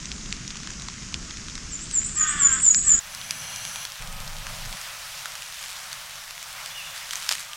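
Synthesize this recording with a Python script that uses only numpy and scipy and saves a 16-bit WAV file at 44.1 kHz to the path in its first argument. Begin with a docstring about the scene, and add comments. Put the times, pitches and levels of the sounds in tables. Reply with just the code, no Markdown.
"""A damp spring wood, heard first through a dull microphone and then through a brighter one.
At first drops tick on the leaves as short bursts of noise, over a soft background of coloured noise.
A warbler sings falling and rising sine notes that echo among the trunks; a crow caws as pulses ring its throat.
On the brighter microphone a rumble of noise comes and goes and a small motor whirrs, hums and whines.
Later someone shifts on dry leaves, a crackle of noise, and a far thrush whistles in gliding sines."""
import sys
import numpy as np
from scipy import signal
from scipy.io import wavfile
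from scipy.ndimage import uniform_filter1d

SR = 44100
rng = np.random.default_rng(int(sys.argv[2]) if len(sys.argv) > 2 else 0)


def store_pcm(level_fs):
    """Save levels as 16-bit WAV."""
    pcm = np.round(np.clip(level_fs, -1, 1) * 32767).astype(np.int16)
    wavfile.write(sys.argv[1], SR, np.atleast_2d(pcm).T)


N = 333396
T = np.arange(N) / SR  # time of every sample in seconds

# Loudness shape of a plain whistle: place of the peak (0-1), swell before it in dB, fade after it in dB.
WHISTLED = (.15, 8, 9)


def undb(db):
    """Turn decibels into a plain multiplier."""
    return 10 ** (np.asarray(db) / 20)


def level(x, db):
    """Scale a sound so that its average (RMS) level is db."""
    return x * undb(db) / np.sqrt(np.mean(x ** 2))


def smooth_noise(size):
    """Slowly wandering noise: a running average over size samples, scaled to a spread of 1."""
    wander = uniform_filter1d(rng.standard_normal(N), size=size)
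    return wander / wander.std()


def arch(start, length):
    """Rise from 0 to 1 and back over the span."""
    return np.sin(np.pi * np.clip((T - start) / length, 0, 1))


def span(start, end, fade):
    """A gate that is open from start to end, with straight fades; all in seconds."""
    return np.clip(np.minimum(T - start, end - T) / fade, 0, 1)


def band(x, lo_hz, hi_hz, order=2):
    """Keep only the pitches between two limits."""
    return signal.sosfilt(signal.butter(order, [lo_hz, hi_hz], "band", fs=SR, output="sos"), x)


def ring(x, modes):
    """Add up resonances, each a narrow band given by its Hz, width in Hz and gain in dB."""
    return sum(undb(db) * band(x, hz - width / 2, hz + width / 2, order=1) for hz, width, db in modes)


def hiss(points, db, flicker_db=0., swell_db=0.):
    """Coloured noise whose bands flicker on their own and swell together."""
    hz, t, z = signal.stft(rng.standard_normal(N), SR, nperseg=2048)
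    p = np.array(points)
    colour = np.interp(np.log(hz + 1), np.log(p[:, 0]), p[:, 1])[:, None]
    field = uniform_filter1d(rng.standard_normal(z.shape), size=60, axis=0)  # alike in nearby pitches
    field = uniform_filter1d(field, size=3, axis=1)  # and in nearby moments
    swell = uniform_filter1d(rng.standard_normal(len(t)), size=20)
    gain_db = colour + flicker_db * field / field.std() + swell_db * swell / swell.std()
    noise = signal.istft(z * undb(gain_db), SR, nperseg=2048)[1][:N]
    return level(noise, db)


def trunks(x, t60, wet_db, edge_db=-40, edge_s=0.076):
    """Direct sound, a crowd of echoes dying by 60 dB in t60 seconds, and a late one from the clearing's far edge."""
    t = T[:SR]
    shape = np.exp(-np.log(1000) * t / t60) * np.clip(t / 0.0023, 0, 1)
    shape = shape + undb(edge_db) * np.exp(-((t - edge_s) / 0.0018) ** 2)
    tail = rng.standard_normal(len(t)) * shape
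    tail = tail / np.sqrt(np.sum(tail ** 2))
    return x + undb(wet_db) * signal.fftconvolve(x, tail)[:N]


def glide(note, shape):
    """Rows (s, Hz, dB) of one note: its pitch bends from first to last, its loudness swells and fades."""
    start, length, first_hz, last_hz, peak_db, bend = note
    place, swell_db, fade_db = shape
    u = np.linspace(0, 1, 24)  # how far through the note
    place = np.clip(place, .05, .95)
    hz = first_hz + (last_hz - first_hz) * (1 - np.exp(-bend * u)) / (1 - np.exp(-bend))
    swell = swell_db * (1 - u / place) ** 3
    fade = fade_db * ((u - place) / (1 - place)) ** 2
    db = peak_db - np.where(u < place, swell, fade)
    return np.transpose([start + u * length, hz, db])


def curve(rows, fade=0.0028):
    """Columns of a table at every sample, then a gate that is open while it lasts."""
    s, *columns = np.transpose(rows)
    return [np.interp(T, s, c) for c in columns] + [span(s[0], s[-1], fade)]


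def whistle(notes, waver):
    """Near sines, one for each note, the pitch unsteady by the share waver."""
    shake = smooth_noise(200)
    out = 0
    for note in notes:
        hz, db, gate = curve(note)
        turn = 2 * np.pi * np.cumsum(hz * (1 + waver * shake)) / SR
        out = out + np.sqrt(2) * undb(db) * gate * np.sin(turn)
    return out


def dull_air():
    """Background of the dull microphone: coloured noise, weak in the highest treble."""
    # Colour of the noise. Each row: pitch in Hz, relative strength in dB per Hz.
    colour = [(8.8, -39), (15, 5.5), (48, 4.5), (102, -4), (191, 0), (536, -21.5), (872, -22),
              (1270, -14.5), (4210, -18.5), (5140, -13), (6850, -11), (10800, -39), (12100, -48),
              (14000, -90)]
    return hiss(colour, -37.5, 1.0, 0.15)


def tick(peak_db, hz, t60, ring_db=5):
    """A drop hits: a sharp crack and a short dying burst of noise that rings near one pitch."""
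    t = T[:1500]
    burst = rng.standard_normal(len(t)) * np.exp(-np.log(1000) * t / max(t60, .002))
    burst[:2] += 5, -3  # the crack
    body = band(burst, max(hz / 3, 1000), 7000)
    sound = body + undb(ring_db) * band(burst, hz / 1.164, hz * 1.08, order=1)
    return sound * undb(peak_db) / np.abs(sound).max()


def drops():
    """Loud drops and snapping leaves, each a ringing tick at a set moment."""
    # Each row: start in seconds, peak in dB before echo and microphone, ring in Hz.
    hits = [(0.056, -19.5, 6470), (0.1168, -16, 5140), (0.326, -12, 6100), (0.366, -25, 4500),
            (0.4781, -16, 5960), (0.5053, -18, 3500), (0.5712, -19, 6900), (0.673, -19, 3000),
            (0.705, -18.5, 6310), (0.821, -18, 6900), (0.885, -17, 1160), (1.1422, -11, 2840),
            (1.484, -20, 3420), (1.554, -16, 6000), (1.5787, -20, 2510), (1.9121, -13, 7800),
            (2.017, -27, 2400), (2.7458, -5.5, 5660), (3.149, -17.5, 5610), (3.3086, -6.5, 4900),
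            (3.561, -16.5, 6000), (3.6516, -15, 3200), (3.7589, -13.5, 2220), (3.852, -16, 3180),
            (3.9203, -22, 5170), (4.1272, -23.5, 7050), (4.203, -21.5, 8100), (4.2775, -20.5, 4500),
            (4.468, -20, 1660), (4.658, -19, 1300), (4.7276, -20, 2370), (4.771, -21, 2570),
            (4.814, -20, 6200), (5.257, -14.5, 1640), (5.3537, -18.5, 3460), (5.639, -23, 5460),
            (5.9294, -16.5, 4160), (6.3084, -19.5, 2600), (6.4285, -16, 1180), (6.66, -17.5, 4770),
            (7.109, -14.5, 3120), (7.1335, -15, 1620), (7.1562, -14, 6550), (7.229, -23, 3000),
            (7.2913, -3.5, 4440), (7.3134, -7, 3270), (7.3178, -15, 4360), (7.3237, -8.5, 4360),
            (7.3331, -16, 3240), (7.353, -13, 3140), (7.533, -21, 3020)]
    out = np.zeros(N + 1500)
    for s, peak_db, hz in hits:
        i = int(s * SR)
        out[i:i + 1500] += tick(peak_db, hz, .008)
    return out[:N]


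def patter(count, db, spread_db, t60, lo_hz=1000, hi_hz=8000):
    """Many small drops at chance moments, each a tick with its own pitch and size."""
    out = np.zeros(N + 1500)
    for at, pitch, size in rng.random((count, 3)):
        i = int(at * N)
        peak_db = db - spread_db * np.log(1 - .97 * size)  # a few are much louder
        out[i:i + 1500] += tick(peak_db, lo_hz * (hi_hz / lo_hz) ** pitch, t60)
    return out[:N]


def warbler():
    """Gliding sines: falling notes swell late and are thin at the top, rising notes start strong and fade."""
    # Notes, falling and rising in turn. Each row: start in seconds, length in seconds, first pitch in Hz,
    # last pitch in Hz, relative peak in dB, bend (above 0 glides quickly at first, below 0 quickly at last).
    song_notes = [(1.708, .055, 7910, 6900, -32.5, 1.2), (1.802, .06, 7220, 8650, -38, .4),
                  (1.92, .076, 8340, 6920, -21, 1.6), (2.035, .06, 7330, 8650, -31, .6),
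                  (2.144, .101, 8300, 6740, -21, 1.7), (2.275, .055, 7240, 8540, -23, .5),
                  (2.378, .112, 8450, 6900, -16, 3.2), (2.508, .052, 7330, 8700, -20, -2.2),
                  (2.598, .132, 8870, 6740, -14.5, 2.6), (2.752, .055, 7250, 7990, -20, 2.5),
                  (2.839, .116, 8630, 6790, -15, 2.2)]
    # Loudness shapes: place of the peak (0-1), swell before it in dB, fade after it in dB.
    falling_shape = (0.89, 13, 12)
    rising_shape = (0.25, 7.8, 21)
    thin_hz, thin_db = 7780, 9  # falling notes are weaker by this much above this pitch
    near_s, near_db = .006, -3  # echo off a close trunk, which beats with the gliding note
    notes = np.array([glide(note, rising_shape if note[3] > note[2] else falling_shape) for note in song_notes])
    hz = notes[:, :, 1]
    falling = hz[:, :1] > hz[:, -1:]
    notes[:, :, 2] -= falling * thin_db * np.clip((hz - thin_hz) / 150, 0, 1)
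    song = whistle(notes, 0.0034)
    return song + undb(near_db) * np.roll(song, int(near_s * SR))


def crow():
    """Uneven pulses and puffs of air ring the throat; when harsh, every second pulse is weak and the beak rings too."""
    # Each row: start in seconds, length in seconds, pitch in Hz, share by which it sinks, level in dB
    # before its shape and echo, harshness (0-1), strength of the chest resonance in dB.
    caws = [(2.135, .48, 636, .22, -30, 0.8, -2.5), (2.815, .2, 630, .2, -37, 0.8, -20)]
    # Resonances of the throat, and of the beak, which the harsh part rings. Each row: Hz, width in Hz, dB.
    throat = [(1500, 300, 3), (1800, 250, -1)]
    beak_modes = [(2250, 300, -11), (2950, 180, -5), (3430, 330, 3.5)]
    jitter, scatter_db, breath_db = .026, 2.8, -6.5  # unsteady pitch (share), uneven pulses, air
    scoop, scoop_s = 0.34, .017  # pitch starts low by this share and catches up
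    attack, attack_db, fade_db = 0.2, 11.5, 6  # attack as a share of the length
    harsh_after_s, harsh_in_s = 0.038, 0.084
    closing = 0.944  # the beak resonances sink to this share as the caw ends
    surge_db = 3  # the lower throat resonance swells towards the end
    closed_modes = [(hz * closing, width, gain_db) for hz, width, gain_db in beak_modes]
    out = 0
    for start, length, pitch_hz, sag, level_db, harshness, chest_db in caws:
        t = np.clip(T - start, 0, length)
        u = t / length
        hz = pitch_hz * (1 - scoop * np.exp(-t / scoop_s) - sag * u ** 1.3)
        db = level_db - attack_db * np.clip(1 - u / attack, 0, 1) - fade_db * u
        gate = np.clip(np.minimum(t, length - t) / 0.06, 0, 1)
        harsh = np.clip(harshness, 0, 1) * np.clip((t - harsh_after_s) / harsh_in_s, 0, 1)
        phase = np.cumsum(hz * (1 + jitter * smooth_noise(120))) / SR
        cycle = phase.astype(int)
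        within = phase - cycle
        size = undb(scatter_db * rng.standard_normal(N // 40))[cycle] * (1 - harsh * (cycle % 2))
        pulses = level(size * np.exp(-within / 0.097), 0)
        air = level(np.exp(-within / 0.87) * rng.standard_normal(N), breath_db)
        hoarse = pulses + undb(13) * air
        beak = (1 - u) * ring(hoarse, beak_modes) + u * ring(hoarse, closed_modes)
        voice = ring(pulses + air, [*throat, (1240, 230, chest_db)]) + harsh * beak
        voice = voice + undb(surge_db) * u ** 2 * ring(pulses + air, throat[:1])
        voice = band(voice, 1130, 3220, order=4)
        out = out + voice / voice[gate > 0].std() * undb(db) * gate
    return out


def bright_air():
    """Background of the bright microphone: coloured noise that reaches far into the treble."""
    # Colour of the noise. Each row: pitch in Hz, relative strength in dB per Hz.
    colour = [(18, 4), (30, -1), (64, -7.5), (144, -3), (292, -25.5), (389, -28), (561, -6), (1290, 0.5),
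              (3230, -1), (4540, -3), (5890, -2.5), (6540, -4.5), (15500, -13.5)]
    return band(hiss(colour, -39, 0.98, 1.0), 17, 16000)


def side_hiss():
    """Flickering noise that is opposite in left and right, which makes the background wide."""
    # Colour of the noise. Each row: pitch in Hz, relative strength in dB per Hz.
    colour = [(15, -5), (100, -11), (200, -32), (900, -18), (1300, -35), (6000, -27), (9000, -12.5),
              (16000, -13.5)]
    return hiss(colour, -54.5, 5.4)


def rumble():
    """Three bands of noise in spells; returns the shared part and the part opposite in left and right."""
    # The last spell is a soft thump. Each row: start in seconds, end in seconds, deep level in dB,
    # upper and drone levels in dB before the swell, level in dB of the opposite part, swell in dB.
    spells = [(3.039, 3.9, -62, -45.5, -49, -86, 9.5), (3.992, 4.761, -38, -46, -50, -56.5, 0),
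              (7.33, 7.418, -70, -51, -66, -75, 10)]
    limits_hz = [(15.1, 31.4), (77.4, 184), (503, 1060), (20, 135)]
    deep, upper, drone, unlike = (level(band(rng.standard_normal(N), lo, hi, order=3), 0) for lo, hi in limits_hz)
    mid = side = 0
    for start, end, deep_db, upper_db, drone_db, unlike_db, swell_db in spells:
        gate = span(start, end, 0.015)
        swell = undb(-swell_db * (1.5 - arch(start, end - start)))
        swelling = swell * (undb(upper_db) * upper + undb(drone_db) * drone)
        mid = mid + gate * (undb(deep_db) * deep + swelling)
        side = side + gate * undb(unlike_db) * unlike
    return mid, side


def motor():
    """A fluttering hiss in the gear resonances, a hum at once and twice the shaft speed, and thin whines."""
    # Resonances of the gears. Each row: Hz, width in Hz, dB for each of two passes.
    gears = [(1670, 350, -2), (2380, 250, -1), (2850, 250, -1), (3250, 400, -1), (4180, 400, -1.5),
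             (5950, 650, 1.5), (7600, 990, -7), (10000, 850, -2)]
    # Thin whines. Each row: start in seconds, length in seconds, first pitch in Hz, last pitch in Hz,
    # peak in dB, bend (above 0 glides quickly at first).
    whines = [(4.0, .7, 1262, 1248, -52, .5), (7.49, .07, 1228, 1190, -46, .5)]
    idle_hz, top_shaft_hz, hum_db = 85.5, 134, -59
    whirr_s, whirr_rise_s, whirr_end_s = 3.08, .45, 3.875  # the whirr builds, holds and stops short
    whirr_db, whirr_swell_db = -37.5, 6  # level once built up, and how much softer it starts
    noise = hiss([(20, 0), (20000, 0)], 0, 1.5)
    whirr = level(ring(ring(noise, gears), gears), whirr_db)
    whirr = whirr * undb(-whirr_swell_db * np.clip(1 - (T - whirr_s) / whirr_rise_s, 0, 1))
    whirr = whirr * span(whirr_s, whirr_end_s, .03)
    speed = arch(3.04, 0.58)  # the shaft runs up and down once: start and length in seconds
    shaft_hz = (idle_hz + (top_shaft_hz - idle_hz) * speed) * (1 + 0.044 * smooth_noise(200))
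    turn = 2 * np.pi * np.cumsum(shaft_hz) / SR
    hum = undb(hum_db) * speed * (np.sin(turn) + np.sin(2 * turn))
    hum = hum * np.clip(speed / 0.064, 0, 1)
    return whirr + hum + whistle([glide(note, WHISTLED) for note in whines], 0.0037)


def rustle(grain_db=5.5):
    """Cloth and dry leaves crackle: noise with stronger grains, swelling at each shift."""
    # Each row: loudest moment in seconds, level in dB, lasting in seconds (either side of that moment).
    shifts = [(5.62, -40, 0.18), (6.98, -37.5, 0.033), (7.14, -38.5, 0.06), (7.25, -36, 0.074),
              (7.319, -29.5, 0.015), (7.4, -36.5, 0.037)]
    power = sum(undb(2 * db) * np.exp(-((T - s) / lasting) ** 2) for s, db, lasting in shifts)
    strength = np.minimum(rng.exponential(size=N // 40 + 1), 3)  # one for each grain of 40 samples
    grains = rng.standard_normal(N) * undb(grain_db * np.repeat(strength, 40)[:N])
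    return level(band(grains, 1220, 8600), 0) * np.sqrt(power)


def thrush():
    """Far whistles: short gliding sines with a strong echo."""
    # Each row: start in seconds, length in seconds, first pitch in Hz, last pitch in Hz,
    # peak in dB before echo, bend (above 0 glides quickly at first, below 0 quickly at last).
    calls = [(6.702, .037, 3230, 3640, -43, 2), (6.745, .03, 3480, 3630, -44, 1.5),
             (6.747, .085, 2950, 2420, -38, -1.9), (6.84, .07, 3580, 3400, -47, 1.2),
             (6.93, .058, 3340, 3570, -49, .5)]
    return trunks(whistle([glide(note, WHISTLED) for note in calls], 0.007), 0.7, 0, 7, .082)


def scene():
    """Mix what each microphone hears, and switch from the dull one to the bright one."""
    after = np.clip((T - 2.991) / 0.006, 0, 1)  # 0 on the dull microphone, 1 on the bright one
    small = patter(count=450, db=-31, spread_db=3.6, t60=.004) * undb(-1.5 * after)
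    ticks = trunks(drops(), .12, -18.0) + small
    birds = undb(-1.3) * trunks(warbler(), .65, -3.5, -5) + trunks(crow(), .5, -2)
    # the dull microphone is mono and hears little of the ticks above 7650 Hz
    dull = band(ticks, 790, 7650, order=5) * undb(1.0) + birds + dull_air()
    low, low_side = rumble()
    bright = ticks + bright_air() + low + motor() + rustle() + thrush()
    mid = (1 - after) * dull + after * bright
    side = after * (side_hiss() + low_side)
    return np.array([mid + side, mid - side])


def record(dry):
    """Cut the top steeply above 15900 Hz."""
    return signal.sosfilt(signal.ellip(10, .2, 80, 15900, fs=SR, output="sos"), dry)


dry = scene()
out = record(dry)
store_pcm(out)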